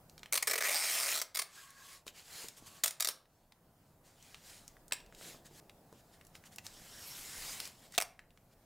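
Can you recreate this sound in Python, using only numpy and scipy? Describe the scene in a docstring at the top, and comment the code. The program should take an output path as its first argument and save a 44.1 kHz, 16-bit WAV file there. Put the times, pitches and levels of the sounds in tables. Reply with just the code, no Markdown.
"""Packing tape is ripped off a hand dispenser and stuck to a foam board, in a small damped room.
After a few ticks the glue lets go in jerky slips, tears steadily with a ringing roll, then slips again.
Fingers rub and tick on the strip, with a short rip near 3 s; it is pressed down and smoothed along.
Near the end the dispenser knocks on the bench. Noise makes each source, shaped by gains and resonances.
Low hum-like rumble and hiss lie under it all, and sink after loud sounds; the sound is nearly mono."""
import sys
import numpy as np
from scipy import signal
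from scipy.fft import rfft, irfft, next_fast_len
from scipy.io import wavfile
from scipy.ndimage import uniform_filter1d, map_coordinates

SR = 44100
rng = np.random.default_rng(int(sys.argv[2]) if len(sys.argv) > 2 else 0)


def elevation(decibels):
    """Turn decibel levels (scalar or array-like) into linear amplitude ratios."""
    levels = np.asarray(decibels, float)
    return 10 ** (levels / 20)


def wrap_up_sound(samples):
    """Save the sound to the file named by the first command line argument, as 16-bit audio."""
    columns = np.atleast_2d(samples).T
    # keep every value between -1 and 1, then stretch to whole-number steps
    tamed = np.clip(columns, -1, 1)
    steps = np.round(tamed * 32767).astype(np.int16)
    wavfile.write(sys.argv[1], SR, steps)


N = 381465  # length in samples


def unit(x):
    """Scaled to rms 1."""
    return x / np.sqrt(np.mean(x ** 2) + 1e-20)


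def along(points, hz):
    """Reads a curve of (pitch_hz, value) points on a logarithmic pitch axis."""
    point_hz, value = np.transpose(points)
    return np.interp(np.log(hz + 1), np.log(point_hz + 1), value)


def curves(rows, outside=None):
    """Joins rows over time: one value per sample for each column after the time."""
    s, *columns = np.transpose(rows)
    t = np.arange(N) / SR
    return [np.interp(t, s, column, outside, outside) for column in columns]


def filtered(x, response):
    """Multiplies the spectrum of x by a response of frequency."""
    m = next_fast_len(N + 8192)
    return irfft(rfft(x, m) * response(np.fft.rfftfreq(m, 1 / SR)), m)[..., :N]


def dulled(x):
    """Removes everything from 15.9 kHz up."""
    return filtered(x, lambda hz: hz < 15900)


def resonances(peaks):
    """Sums causal resonances of (pitch_hz, width_hz, level_db), with alternating signs."""
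    def response(f):
        total = 0
        for k, (centre, width, db) in enumerate(peaks):
            peak = 1j * f * width / (centre * centre - f * f + 1j * f * width)
            total = total + (-1) ** k * elevation(db) * peak
        return total
    return response


def moving(x, centre_hz, wide_hz):
    """Passes x through a steep resonance whose centre moves; white noise keeps its rms."""
    turn = np.exp(2j * np.pi * np.cumsum(centre_hz) / SR)
    # turn the moving centre down to 0 Hz, filter there, and turn it back up
    low = signal.lfilter(*signal.butter(2, wide_hz / 2, fs=SR), x / turn)
    return np.real(turn * low) * np.sqrt(SR / wide_hz)


def hiss(spectrum, patchy_db):
    """Coloured noise of rms 1 with drifting patches of gain over time and pitch."""
    z = signal.stft(rng.standard_normal(N), nperseg=512)[2]
    field = uniform_filter1d(uniform_filter1d(rng.standard_normal(z.shape), 6, 0), 12, 1)
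    patchy = signal.istft(z * elevation(patchy_db * unit(field)), nperseg=512)[1][:N]
    return unit(filtered(patchy, lambda hz: elevation(along(spectrum, hz))))


def crackle(per_s, spread_db, life, bed):
    """Gain of rms 1: threads snap at random, each dying in its short life (s), over a steady bed."""
    sizes = elevation(spread_db * rng.standard_normal(N))
    snaps = (rng.random(N) < per_s / SR) * sizes
    dying = signal.lfilter([1], [1, -np.exp(-1 / (life * SR))], snaps)
    return unit(bed + unit(dying))


def swells(rows, edge_db, bend):
    """Sums the power of (start, top, end, dB) swells, each sunk by edge_db at both ends."""
    t, power = np.arange(N) / SR, np.zeros(N)
    for start, top, end, db in rows:
        part = slice(max(round((top - 1) * SR), 0), round((top + 1) * SR))
        before = (top - t[part]) / max(top - start, 1e-3)
        after = (t[part] - top) / max(end - top, 1e-3)  # an end not after the top cuts off at once
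        away = np.maximum(before, after)
        power[part] += elevation(db - np.minimum(edge_db * away ** bend, 200)) ** 2
    return np.sqrt(power)


def add(track, s, shape):
    """Lays a shape on the track from time s."""
    part = track[round(s * SR):][:len(shape)]
    part += shape[:len(part)]


# steady tear of the glue: time_s, level_db, slips_per_s
STEADY_TEAR = [(.72, -34, 151), (.8, -36, 201), (.9, -37, 338), (1.08, -36, 274), (1.156, -34, 150),
               (1.17, -33.5, 120)]


def stick_slip():
    """Gain of rms 1: in the steady tear the glue holds and lets go at a nearly even pace."""
    pace = curves(STEADY_TEAR, 0)[1]
    turns = np.cumsum(pace) / SR
    scatter = 0.18 * rng.standard_normal(int(np.ceil(turns[-1] - 2)))  # in slip periods
    at = np.searchsorted(turns, np.arange(1, turns[-1] - 1) + scatter)
    sizes = elevation(1.7 * rng.standard_normal(len(at)))
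    slips = np.bincount(at, sizes, N + 1)[:N]
    beat = signal.lfilter([1], [1, -np.exp(-1 / (0.0012 * SR))], slips)  # each slip dies in about 1.2 ms
    tearing = pace > 0
    beat = 1.5 + beat / np.std(beat[tearing])  # over a steady share
    return np.where(tearing, beat / np.sqrt(np.mean(beat[tearing] ** 2)), 1)


# slips of the glue, short snaps and longer jerks: start_s, level_db, hold_s
GLUE_SLIPS = [(0.3253, -25.5, 0.00023), (0.332, -25, 0.00078), (0.341, -28, 0.0025), (0.3534, -29, 0.00057),
              (0.356, -29.5, 0.0015), (0.361, -30.5, 0.0013), (0.3745, -26, 0.0031), (0.378, -34.5, 0.0022),
              (0.425, -27.5, 0.005), (0.472, -29, 0.0063), (0.477, -34, 0.011), (0.496, -34, 0.01),
              (0.51, -31, 0.0099), (0.533, -30.5, 0.0082), (0.556, -33.5, 0.0063), (0.578, -32.5, 0.011),
              (0.606, -33.5, 0.011), (0.623, -26.5, 0.0005), (0.634, -32.5, 0.032), (0.669, -34, 0.0091),
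              (0.684, -32.5, 0.013), (0.702, -33, 0.017), (1.174, -34.5, 0.0082), (1.1874, -34.5, 0.004),
              (1.198, -37, 0.0054), (1.216, -29.5, 0.00057), (1.221, -31.5, 0.00074), (1.346, -42, 0.0029),
              (1.35, -34, 0.0011), (1.357, -34, 0.0024), (1.3704, -31.5, 0.0056), (1.3896, -30.5, 0.005),
              (1.3954, -30, 0.0016), (1.418, -32.5, 0.0044), (2.8366, -24, 0.0065), (2.844, -28.5, 0.0012),
              (2.859, -27.5, 0.0032), (2.873, -38, 0.0028), (2.8787, -29.5, 0.0024), (2.9083, -37, 0.0013),
              (2.9997, -31.5, 0.002), (3.0059, -24.5, 0.0018), (3.0226, -30, 0.0038), (3.0468, -29, 0.0029),
              (3.055, -33.5, 0.00053), (3.072, -30, 0.0025), (3.087, -25, 0.00063), (4.923, -31.5, 0.00067),
              (4.932, -35, 0.0025), (8.0016, -31.5, 0.002), (8.012, -32.5, 0.0021), (8.022, -31, 0.0013)]


def jerks():
    """Each slip rises fast with an extra kick, holds, then falls 60 dB in 18 ms."""
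    out, t = np.zeros(N), np.arange(SR // 10) / SR
    for s, db, hold in GLUE_SLIPS:
        fall = elevation(db - 60 * np.maximum(t - hold, 0) / 0.018)
        rise = 1 - np.exp(-t / (0.0001 + 0.035 * hold))
        kick = 0.8 + 0.75 * np.exp(-t / 0.0009)
        add(out, s, fall * rise * kick)
    return out


# resonances of the hollow roll: pitch_hz, width_hz, level_db
ROLL_PEAKS = [(620, 160, -0.5), (1100, 3900, -8), (2190, 590, 0)]
# how much the roll joins in: time_s, level_db (over the film)
ROLL_SHARE = [(.33, -9), (.6, -9), (1.3, -10), (3.1, -13.5), (4.9, -5)]


def roll(force):
    """The hollow roll rings when the peeling force shakes it."""
    white = rng.standard_normal(N)
    peaks = resonances(ROLL_PEAKS)
    return filtered(white * force * elevation(curves(ROLL_SHARE)[0]), peaks) / np.std(filtered(white, peaks))


# two shifting resonances of the taut strip, levels over the film:
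# time_s, low_pitch_hz, low_level_db, high_pitch_hz, high_level_db
STRIP_PEAKS = [(.42, 476, -31, 2020, -13.5), (.5, 474, -10, 1970, -6), (.56, 536, -7.5, 2200, 2),
               (.63, 500, -19, 1970, -2.5), (.68, 620, -10, 2220, 0.5), (.76, 790, -12.5, 2130, -6.5),
               (.95, 730, -29, 2250, -12), (1.25, 650, -32, 2170, -15.5)]


def strip(force):
    """The taut strip rings at two pitches that shift during the pull."""
    low_hz, low_db, high_hz, high_db = curves(STRIP_PEAKS)
    sample = np.arange(N)
    pulled = (sample >= STRIP_PEAKS[0][0] * SR) & (sample < STRIP_PEAKS[-1][0] * SR)
    drive = pulled * force * rng.standard_normal((2, N))
    low = elevation(low_db) * moving(drive[0], low_hz, wide_hz=220)
    high = elevation(high_db) * moving(drive[1], high_hz, wide_hz=650)
    return low + high


# colour of the stretched film: pitch_hz, level_db (per Hz, relative)
FILM_COLOUR = [(710, -25.5), (1200, -4.5), (1450, -10), (2220, -6.5), (2610, -7.5), (5270, -1),
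               (7010, -2.5), (8640, 0), (11300, -8), (13500, -5), (15600, -10), (16100, -38.5)]
# colour of the bright edge on each jerk: pitch_hz, level_db (per Hz, relative)
EDGE_COLOUR = [(6000, -9.5), (12000, -2.5), (16400, -7.5), (16800, -56.5)]


def peel(beat):
    """Slips and tear excite the stretched film, the taut strip and, lower, the hollow roll."""
    # a jerk frees many threads at once
    force = jerks() * crackle(per_s=2500, spread_db=3, life=0.0003, bed=2.2)
    edge = elevation(-16.5) * force * hiss(EDGE_COLOUR, patchy_db=6.5)
    tear_level = elevation(curves(STEADY_TEAR, -120)[0])
    force += tear_level * beat * crackle(per_s=2000, spread_db=2.5, life=0.0003, bed=2.2)
    film = force * hiss(FILM_COLOUR, patchy_db=3.0)
    small = signal.butter(3, 300, "highpass", fs=SR)  # the peel carries nothing below about 300 Hz
    return signal.lfilter(*small, dulled(film + roll(force) + strip(force) + edge))


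# narrow bands stand out briefly while the strip is pulled or stroked:
# middle_s, length_s, pitch_hz, level_db
SINGING_BANDS = [(.78, 0.12, 4900, -42.5), (.87, 0.18, 5350, -44.5), (.88, 0.22, 8700, -43.5),
                 (1.05, 0.3, 9200, -44.5), (1.68, 0.28, 1100, -65), (1.719, .55, 1624, -66),
                 (1.89, 0.3, 1100, -64.5), (2.7, 0.28, 1100, -68), (7.05, 0.51, 5500, -62),
                 (7.137, 0.33, 11800, -56.5), (7.35, .65, 2090, -65.5), (7.441, 0.13, 4460, -56.5),
                 (7.51, 0.16, 5000, -52.5), (7.561, 0.32, 8550, -59.5)]


def singing():
    """Friction noise swells and fades inside narrow resonances, in broken patches."""
    out, t = np.zeros(N), np.arange(SR) / SR
    flutter_db, flutter_per_s = 3.5, 25
    for middle, length, hz, db in SINGING_BANDS:
        share = 0.055 * (hz / 5000) ** 0.25  # width over centre: lower bands are narrower
        band = unit(signal.lfilter(*signal.iirpeak(hz, 1 / share, SR), rng.standard_normal(SR)))
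        flutter = map_coordinates(rng.standard_normal(flutter_per_s + 4), [t * flutter_per_s])
        swell = np.sin(np.pi * np.minimum(t / length, 1))
        add(out, middle - length / 2, elevation(db + flutter_db * flutter) * band * swell)
    return out


# fingers and strip slide, or the strip peels slowly, each swelling and fading:
# start_s, strongest_s, end_s, level_db (an end not after the strongest moment stops it at once)
SLIDES = [(1.47, 1.575, 1.8, -58), (1.65, 1.935, 2.026, -57), (2.12, 2.185, 2.26, -58.5),
          (2.2, 2.4, 2.55, -50.5), (2.45, 2.77, 2.86, -62.5), (3.06, 3.11, 3.13, -51.5),
          (4.03, 4.06, 4.2, -68), (4.1, 4.28, 4.61, -65.5), (4.39, 4.49, 4.73, -59),
          (5.12, 5.27, 5.41, -54), (5.48, 5.6, 5.6, -60), (5.9, 6.0, 6.03, -72), (7.74, 7.85, 7.91, -64.5),
          (7.9, 7.97, 7.64, -57), (8.49, 8.54, 7.94, -74)]
# brief brushes of a fingertip: strongest_s, level_db
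FINGER_BRUSHES = [(2.08, -54.5), (2.577, -58.5), (2.671, -56), (5.461, -60.5), (6.139, -69.5), (6.356, -62),
                  (6.461, -61.5), (6.53, -62.5), (6.656, -56.5), (7.943, -61)]
# a hand runs along the strip: time_s, level_db
HAND_SMOOTHING = [(6.62, -82), (6.7, -64), (7.1, -53.5), (7.38, -51), (7.525, -48), (7.58, -52),
                  (7.655, -51.5), (7.735, -67.5), (7.8, -79)]
# a dull drone while the strip is pressed to the board: start_s, strongest_s, end_s, level_db
BOARD_PRESSING = [(4.7, 5.25, 6.1, -60)]
# colours of sliding skin, its treble, and the board: pitch_hz, level_db (per Hz, relative)
SKIN_COLOUR = [(180, -31), (300, -5), (1380, -1), (1810, 2), (3510, 1.5), (4880, 2.5), (8000, -2),
               (10400, -29), (17600, -120)]
FIZZ_COLOUR = [(4120, -20.5), (7000, -7.5), (9950, -9.5), (14800, -14.5), (15700, -16), (16100, -44.5)]
BOARD_COLOUR = [(60, -32), (130, -5.5), (350, -7.5), (700, -8.5), (1500, -33)]


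def rub(sink_db):
    """Skin slides or the strip peels slowly, gritty and brighter when stronger; pressing makes a drone."""
    brushes = [(s - 0.019, s, s + 0.037, db) for s, db in FINGER_BRUSHES]
    sway = map_coordinates(rng.standard_normal(round(N * 8 / SR) + 4), [np.arange(N) * 8 / SR])
    rustle = elevation(-76.5 - sink_db - 3.1 * sway)  # faint handling that never quite stops
    slides = swells(SLIDES + brushes, edge_db=24, bend=1.87)
    level = slides + elevation(curves(HAND_SMOOTHING, -120)[0]) + rustle
    grit = crackle(per_s=2500, spread_db=3, life=0.0003, bed=3.5)
    # treble is -2 dB when the slide is at -60 dB, and gains 0.21 dB for each dB of slide
    treble = elevation(-2) * (level / elevation(-60)) ** 0.21
    colour = hiss(SKIN_COLOUR, patchy_db=2.2) + treble * hiss(FIZZ_COLOUR, patchy_db=2.0)
    drone = swells(BOARD_PRESSING, edge_db=15.0, bend=0.83) * hiss(BOARD_COLOUR, patchy_db=1.5)
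    return dulled(grit * level * colour) + drone


# ticks of film, nail and plastic: start_s, level_db, pitch_hz
SMALL_TICKS = [(0.097, -44, 5700), (0.1793, -37, 3400), (0.193, -41, 3720), (0.232, -30, 2050),
               (0.2587, -32.5, 2060), (1.705, -43, 8700), (2.0664, -37.5, 6110), (2.079, -29.5, 3830),
               (2.485, -29, 6000), (3.256, -51, 1390), (3.522, -39.5, 2390), (4.2262, -44.5, 6400),
               (4.345, -32.5, 2640), (4.4986, -43.5, 5640), (4.6794, -37.5, 6600), (4.768, -44.5, 1800),
               (4.8813, -45, 8320), (4.9106, -35, 1400), (4.922, -18, 2700), (5.003, -42.5, 3600),
               (5.062, -46, 3650), (5.1249, -41, 1490), (5.1485, -41, 3900), (5.465, -47, 5040),
               (5.6962, -36.5, 2500), (5.927, -53, 5860), (6.2118, -40, 1660), (6.25, -49.5, 7500),
               (6.2684, -46, 7700), (6.353, -34, 2390), (6.4387, -40, 1570), (6.5604, -37.5, 9300),
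               (6.584, -24.5, 2920), (6.6661, -29.5, 5140), (6.74, -43, 5270), (7.6016, -22, 5220),
               (7.654, -30, 4250), (7.675, -36.5, 7620), (7.9223, -41, 6380), (7.941, -36, 1500),
               (7.9497, -36.5, 3800), (8.1923, -36, 1722), (8.306, -51.5, 2701), (8.3746, -44.5, 1960)]
# soft bumps on the board: start_s, level_db, pitch_hz
SOFT_BUMPS = [(2.067, -49, 514), (2.444, -49.5, 440), (2.624, -54.5, 298), (4.921, -53, 413),
              (5.212, -49.5, 663), (5.347, -52.5, 523), (5.511, -56, 363), (5.927, -52.5, 470)]


def ticks():
    """Each tick is a crack spread about its centre, with a brief ring; each bump a dull swing of the board."""
    out, t = np.zeros(N), np.arange(SR // 5) / SR
    for s, db, hz in SMALL_TICKS:
        burst = rng.standard_normal(len(t)) * elevation(-60 * t / 0.016)
        crack = signal.lfilter(*signal.iirpeak(hz, 1.1, SR), burst)
        ring = np.sin(2 * np.pi * hz * t) * elevation(-60 * t / 0.0035)
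        add(out, s, elevation(db) * (0.76 * crack + 0.5 * ring))
    for s, db, hz in SOFT_BUMPS:
        overtone = 0.71 * elevation(-60 * t / 0.026) * np.sin(2 * np.pi * 2.1 * hz * t)
        swing = np.sin(2 * np.pi * hz * t) + overtone
        add(out, s, elevation(db + 7.5 - 60 * t * hz / 6.9) * swing)  # down 60 dB after 6.9 swings
    return out


# the dispenser meets the bench and bounces: start_s, level_db
BOUNCES = [(7.979, -16.5), (7.982, -17.5), (7.9834, -20), (7.986, -20.5)]
# ringing of its plastic frame: pitch_hz, level_db, fall_by_60_db_s
FRAME_RINGS = [(674, -45, 0.23), (718, -10, 0.017), (1150, -12.5, 0.012), (2510, -6.5, 0.015),
               (3830, 7, 0.0033), (6160, -4, 0.007)]


def knock():
    """The plastic frame rings at new strengths on every bounce, under a dry crack."""
    out, t = np.zeros(N), np.arange(SR // 5) / SR
    for s, db in BOUNCES:
        ring = 0
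        for hz, level, t60 in FRAME_RINGS:
            strength = elevation(level + rng.normal(0, 3.9) - 60 * t / t60)
            ring = ring + strength * np.sin(2 * np.pi * hz * t)
        burst = elevation(-60 * t / 0.0069) * rng.standard_normal(len(t))
        crack = signal.lfilter(*signal.iirpeak(4500, 0.7, SR), burst)
        rise = 1 - np.exp(-t / 0.00027)
        add(out, s, elevation(db - 2.5) * (ring + 1.5 * crack) * rise)
    return out


# how long the room rings: pitch_hz, fall_by_60_db_s
ROOM_DECAY = [(500, 0.63), (2000, 0.35), (8000, 0.24), (15000, 0.2)]
# echoes of near surfaces: delay_s, level_db
NEAR_ECHOES = [(.0047, -15), (.0088, -14.5), (0.017, -26.5)]


def room(x, tail_db, size=2048):
    """Adds to x near echoes, then a tail dying by pitch, its detail redrawn for each short piece."""
    out, fade = np.pad(x, (0, SR)), signal.get_window("hann", size)
    for start in range(0, N, size // 2):
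        hz, t, z = signal.stft(rng.standard_normal(SR // 2), SR, nperseg=256)
        decay = elevation(-60 * t / along(ROOM_DECAY, hz)[:, None])
        tail = signal.istft(z * decay, SR, nperseg=256)[1]
        reply = elevation(tail_db) * np.pad(tail / np.linalg.norm(tail), (300, 0))
        for delay, db in NEAR_ECHOES:
            reply[round(delay * SR)] += elevation(db)
        piece = x[start:start + size] * fade[:N - start]
        add(out, start / SR, signal.fftconvolve(piece, reply))
    return out[:N]


def sinking(near):
    """How many dB the background is pushed down by the near sounds, creeping back after each."""
    level_db = 10 * np.log10(np.abs(uniform_filter1d(near ** 2, size=2048)) + 1e-12)
    push_db = np.maximum(0.42 * (level_db + 52.5), 1e-3)  # starts at -52.5 dB
    clock = np.arange(N) / SR / 0.77  # the push fades with a 0.77 s time constant
    quick = np.exp(np.maximum.accumulate(np.log(push_db) + clock) - clock)
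    # a long loud sound pushes further than a short one: a slow memory of 2.3 s
    leak = 1 / (2.3 * SR)
    piled = 2.1 * signal.lfilter([leak], [1, leak - 1], push_db)
    at_start = 2 * np.exp(-leak * np.arange(N))  # already 2 dB down at the start, then fading
    return uniform_filter1d(quick, size=2048) + piled + at_start


# colour of the background rumble: pitch_hz, level_db (per Hz, relative)
RUMBLE_COLOUR = [(12, -19), (25, 1), (60, -11.5), (100, -20), (200, -54.5)]
# the rumble swells, as when weight shifts on the bench: strongest_s, level_db
BENCH_LEANS = [(2.1, -74), (5.04, -61), (6.81, -66), (7.38, -65.5), (8.06, -62)]


def rumble(sink_db):
    """Deep noise that sinks 0.85 times as far as the air, with brief swells on top."""
    rows = [(s - 0.069, s, s + 0.11, db) for s, db in BENCH_LEANS]
    leans = swells(rows, edge_db=14.5, bend=0.43)
    return (elevation(-71.5 - 0.85 * sink_db) + leans) * hiss(RUMBLE_COLOUR, patchy_db=1.5)


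# colour of the low hum and hiss: pitch_hz, level_db (per Hz, relative)
AIR_COLOUR = [(41, -23), (70, -2.5), (149, 1), (371, -10.5), (720, -8), (1090, -16), (1530, -19),
              (3260, -36), (8900, -28.5), (15600, -25), (16100, -48)]
# level of the unlike share in the two channels: pitch_hz, level_db
UNLIKE_SHARE = [(60, -23.5), (1000, -23.5), (4000, -20.5), (12000, -19.5), (15600, -17), (16000, -48)]
# colour of the hiss that differs between channels: pitch_hz, level_db (per Hz, relative)
SIDE_HISS_COLOUR = [(50, -2), (15500, -2), (16000, -37.5)]


def scene():
    """Both channels get the same sound, plus a faint scrambled share and hiss of opposite sign in each."""
    beat = stick_slip()
    blow = knock()
    # the knock sends a smaller share of itself into the room
    near = room(peel(beat) + ticks() + 0.6 * blow, tail_db=-11.5) + 1.09 * blow
    sink_db = sinking(near)
    air_gain = elevation(-61.5 - sink_db)
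    background = air_gain * hiss(AIR_COLOUR, patchy_db=1.1) + rumble(sink_db)
    mid = near + rub(sink_db) + dulled(beat * singing()) + background
    # random phases make the unlike share
    z = signal.stft(mid - 0.3 * near + 0.3 * background, nperseg=512)[2]
    scrambled = signal.istft(z * np.exp(2j * np.pi * rng.random(z.shape)), nperseg=512)[1][:N]
    side = filtered(scrambled, lambda hz: elevation(along(UNLIKE_SHARE, hz)))
    side += air_gain * elevation(-14.0) * hiss(SIDE_HISS_COLOUR, patchy_db=5.0)
    return np.array([mid + side, mid - side])


def band_limit(x):
    """A steep low-pass at the top of the band."""
    return signal.sosfilt(signal.butter(12, 16800, fs=SR, output="sos"), x)


# a narrow dip in the microphone: pitch_hz, width_hz
MICROPHONE_DIP = (5950, 110)


def record(dry):
    """The microphone takes a narrow dip out of the treble."""
    hz, width = MICROPHONE_DIP
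    mix = signal.lfilter(*signal.iirnotch(hz, hz / width, SR), dry)
    return band_limit(mix)


dry = scene()
out = record(dry)
wrap_up_sound(out)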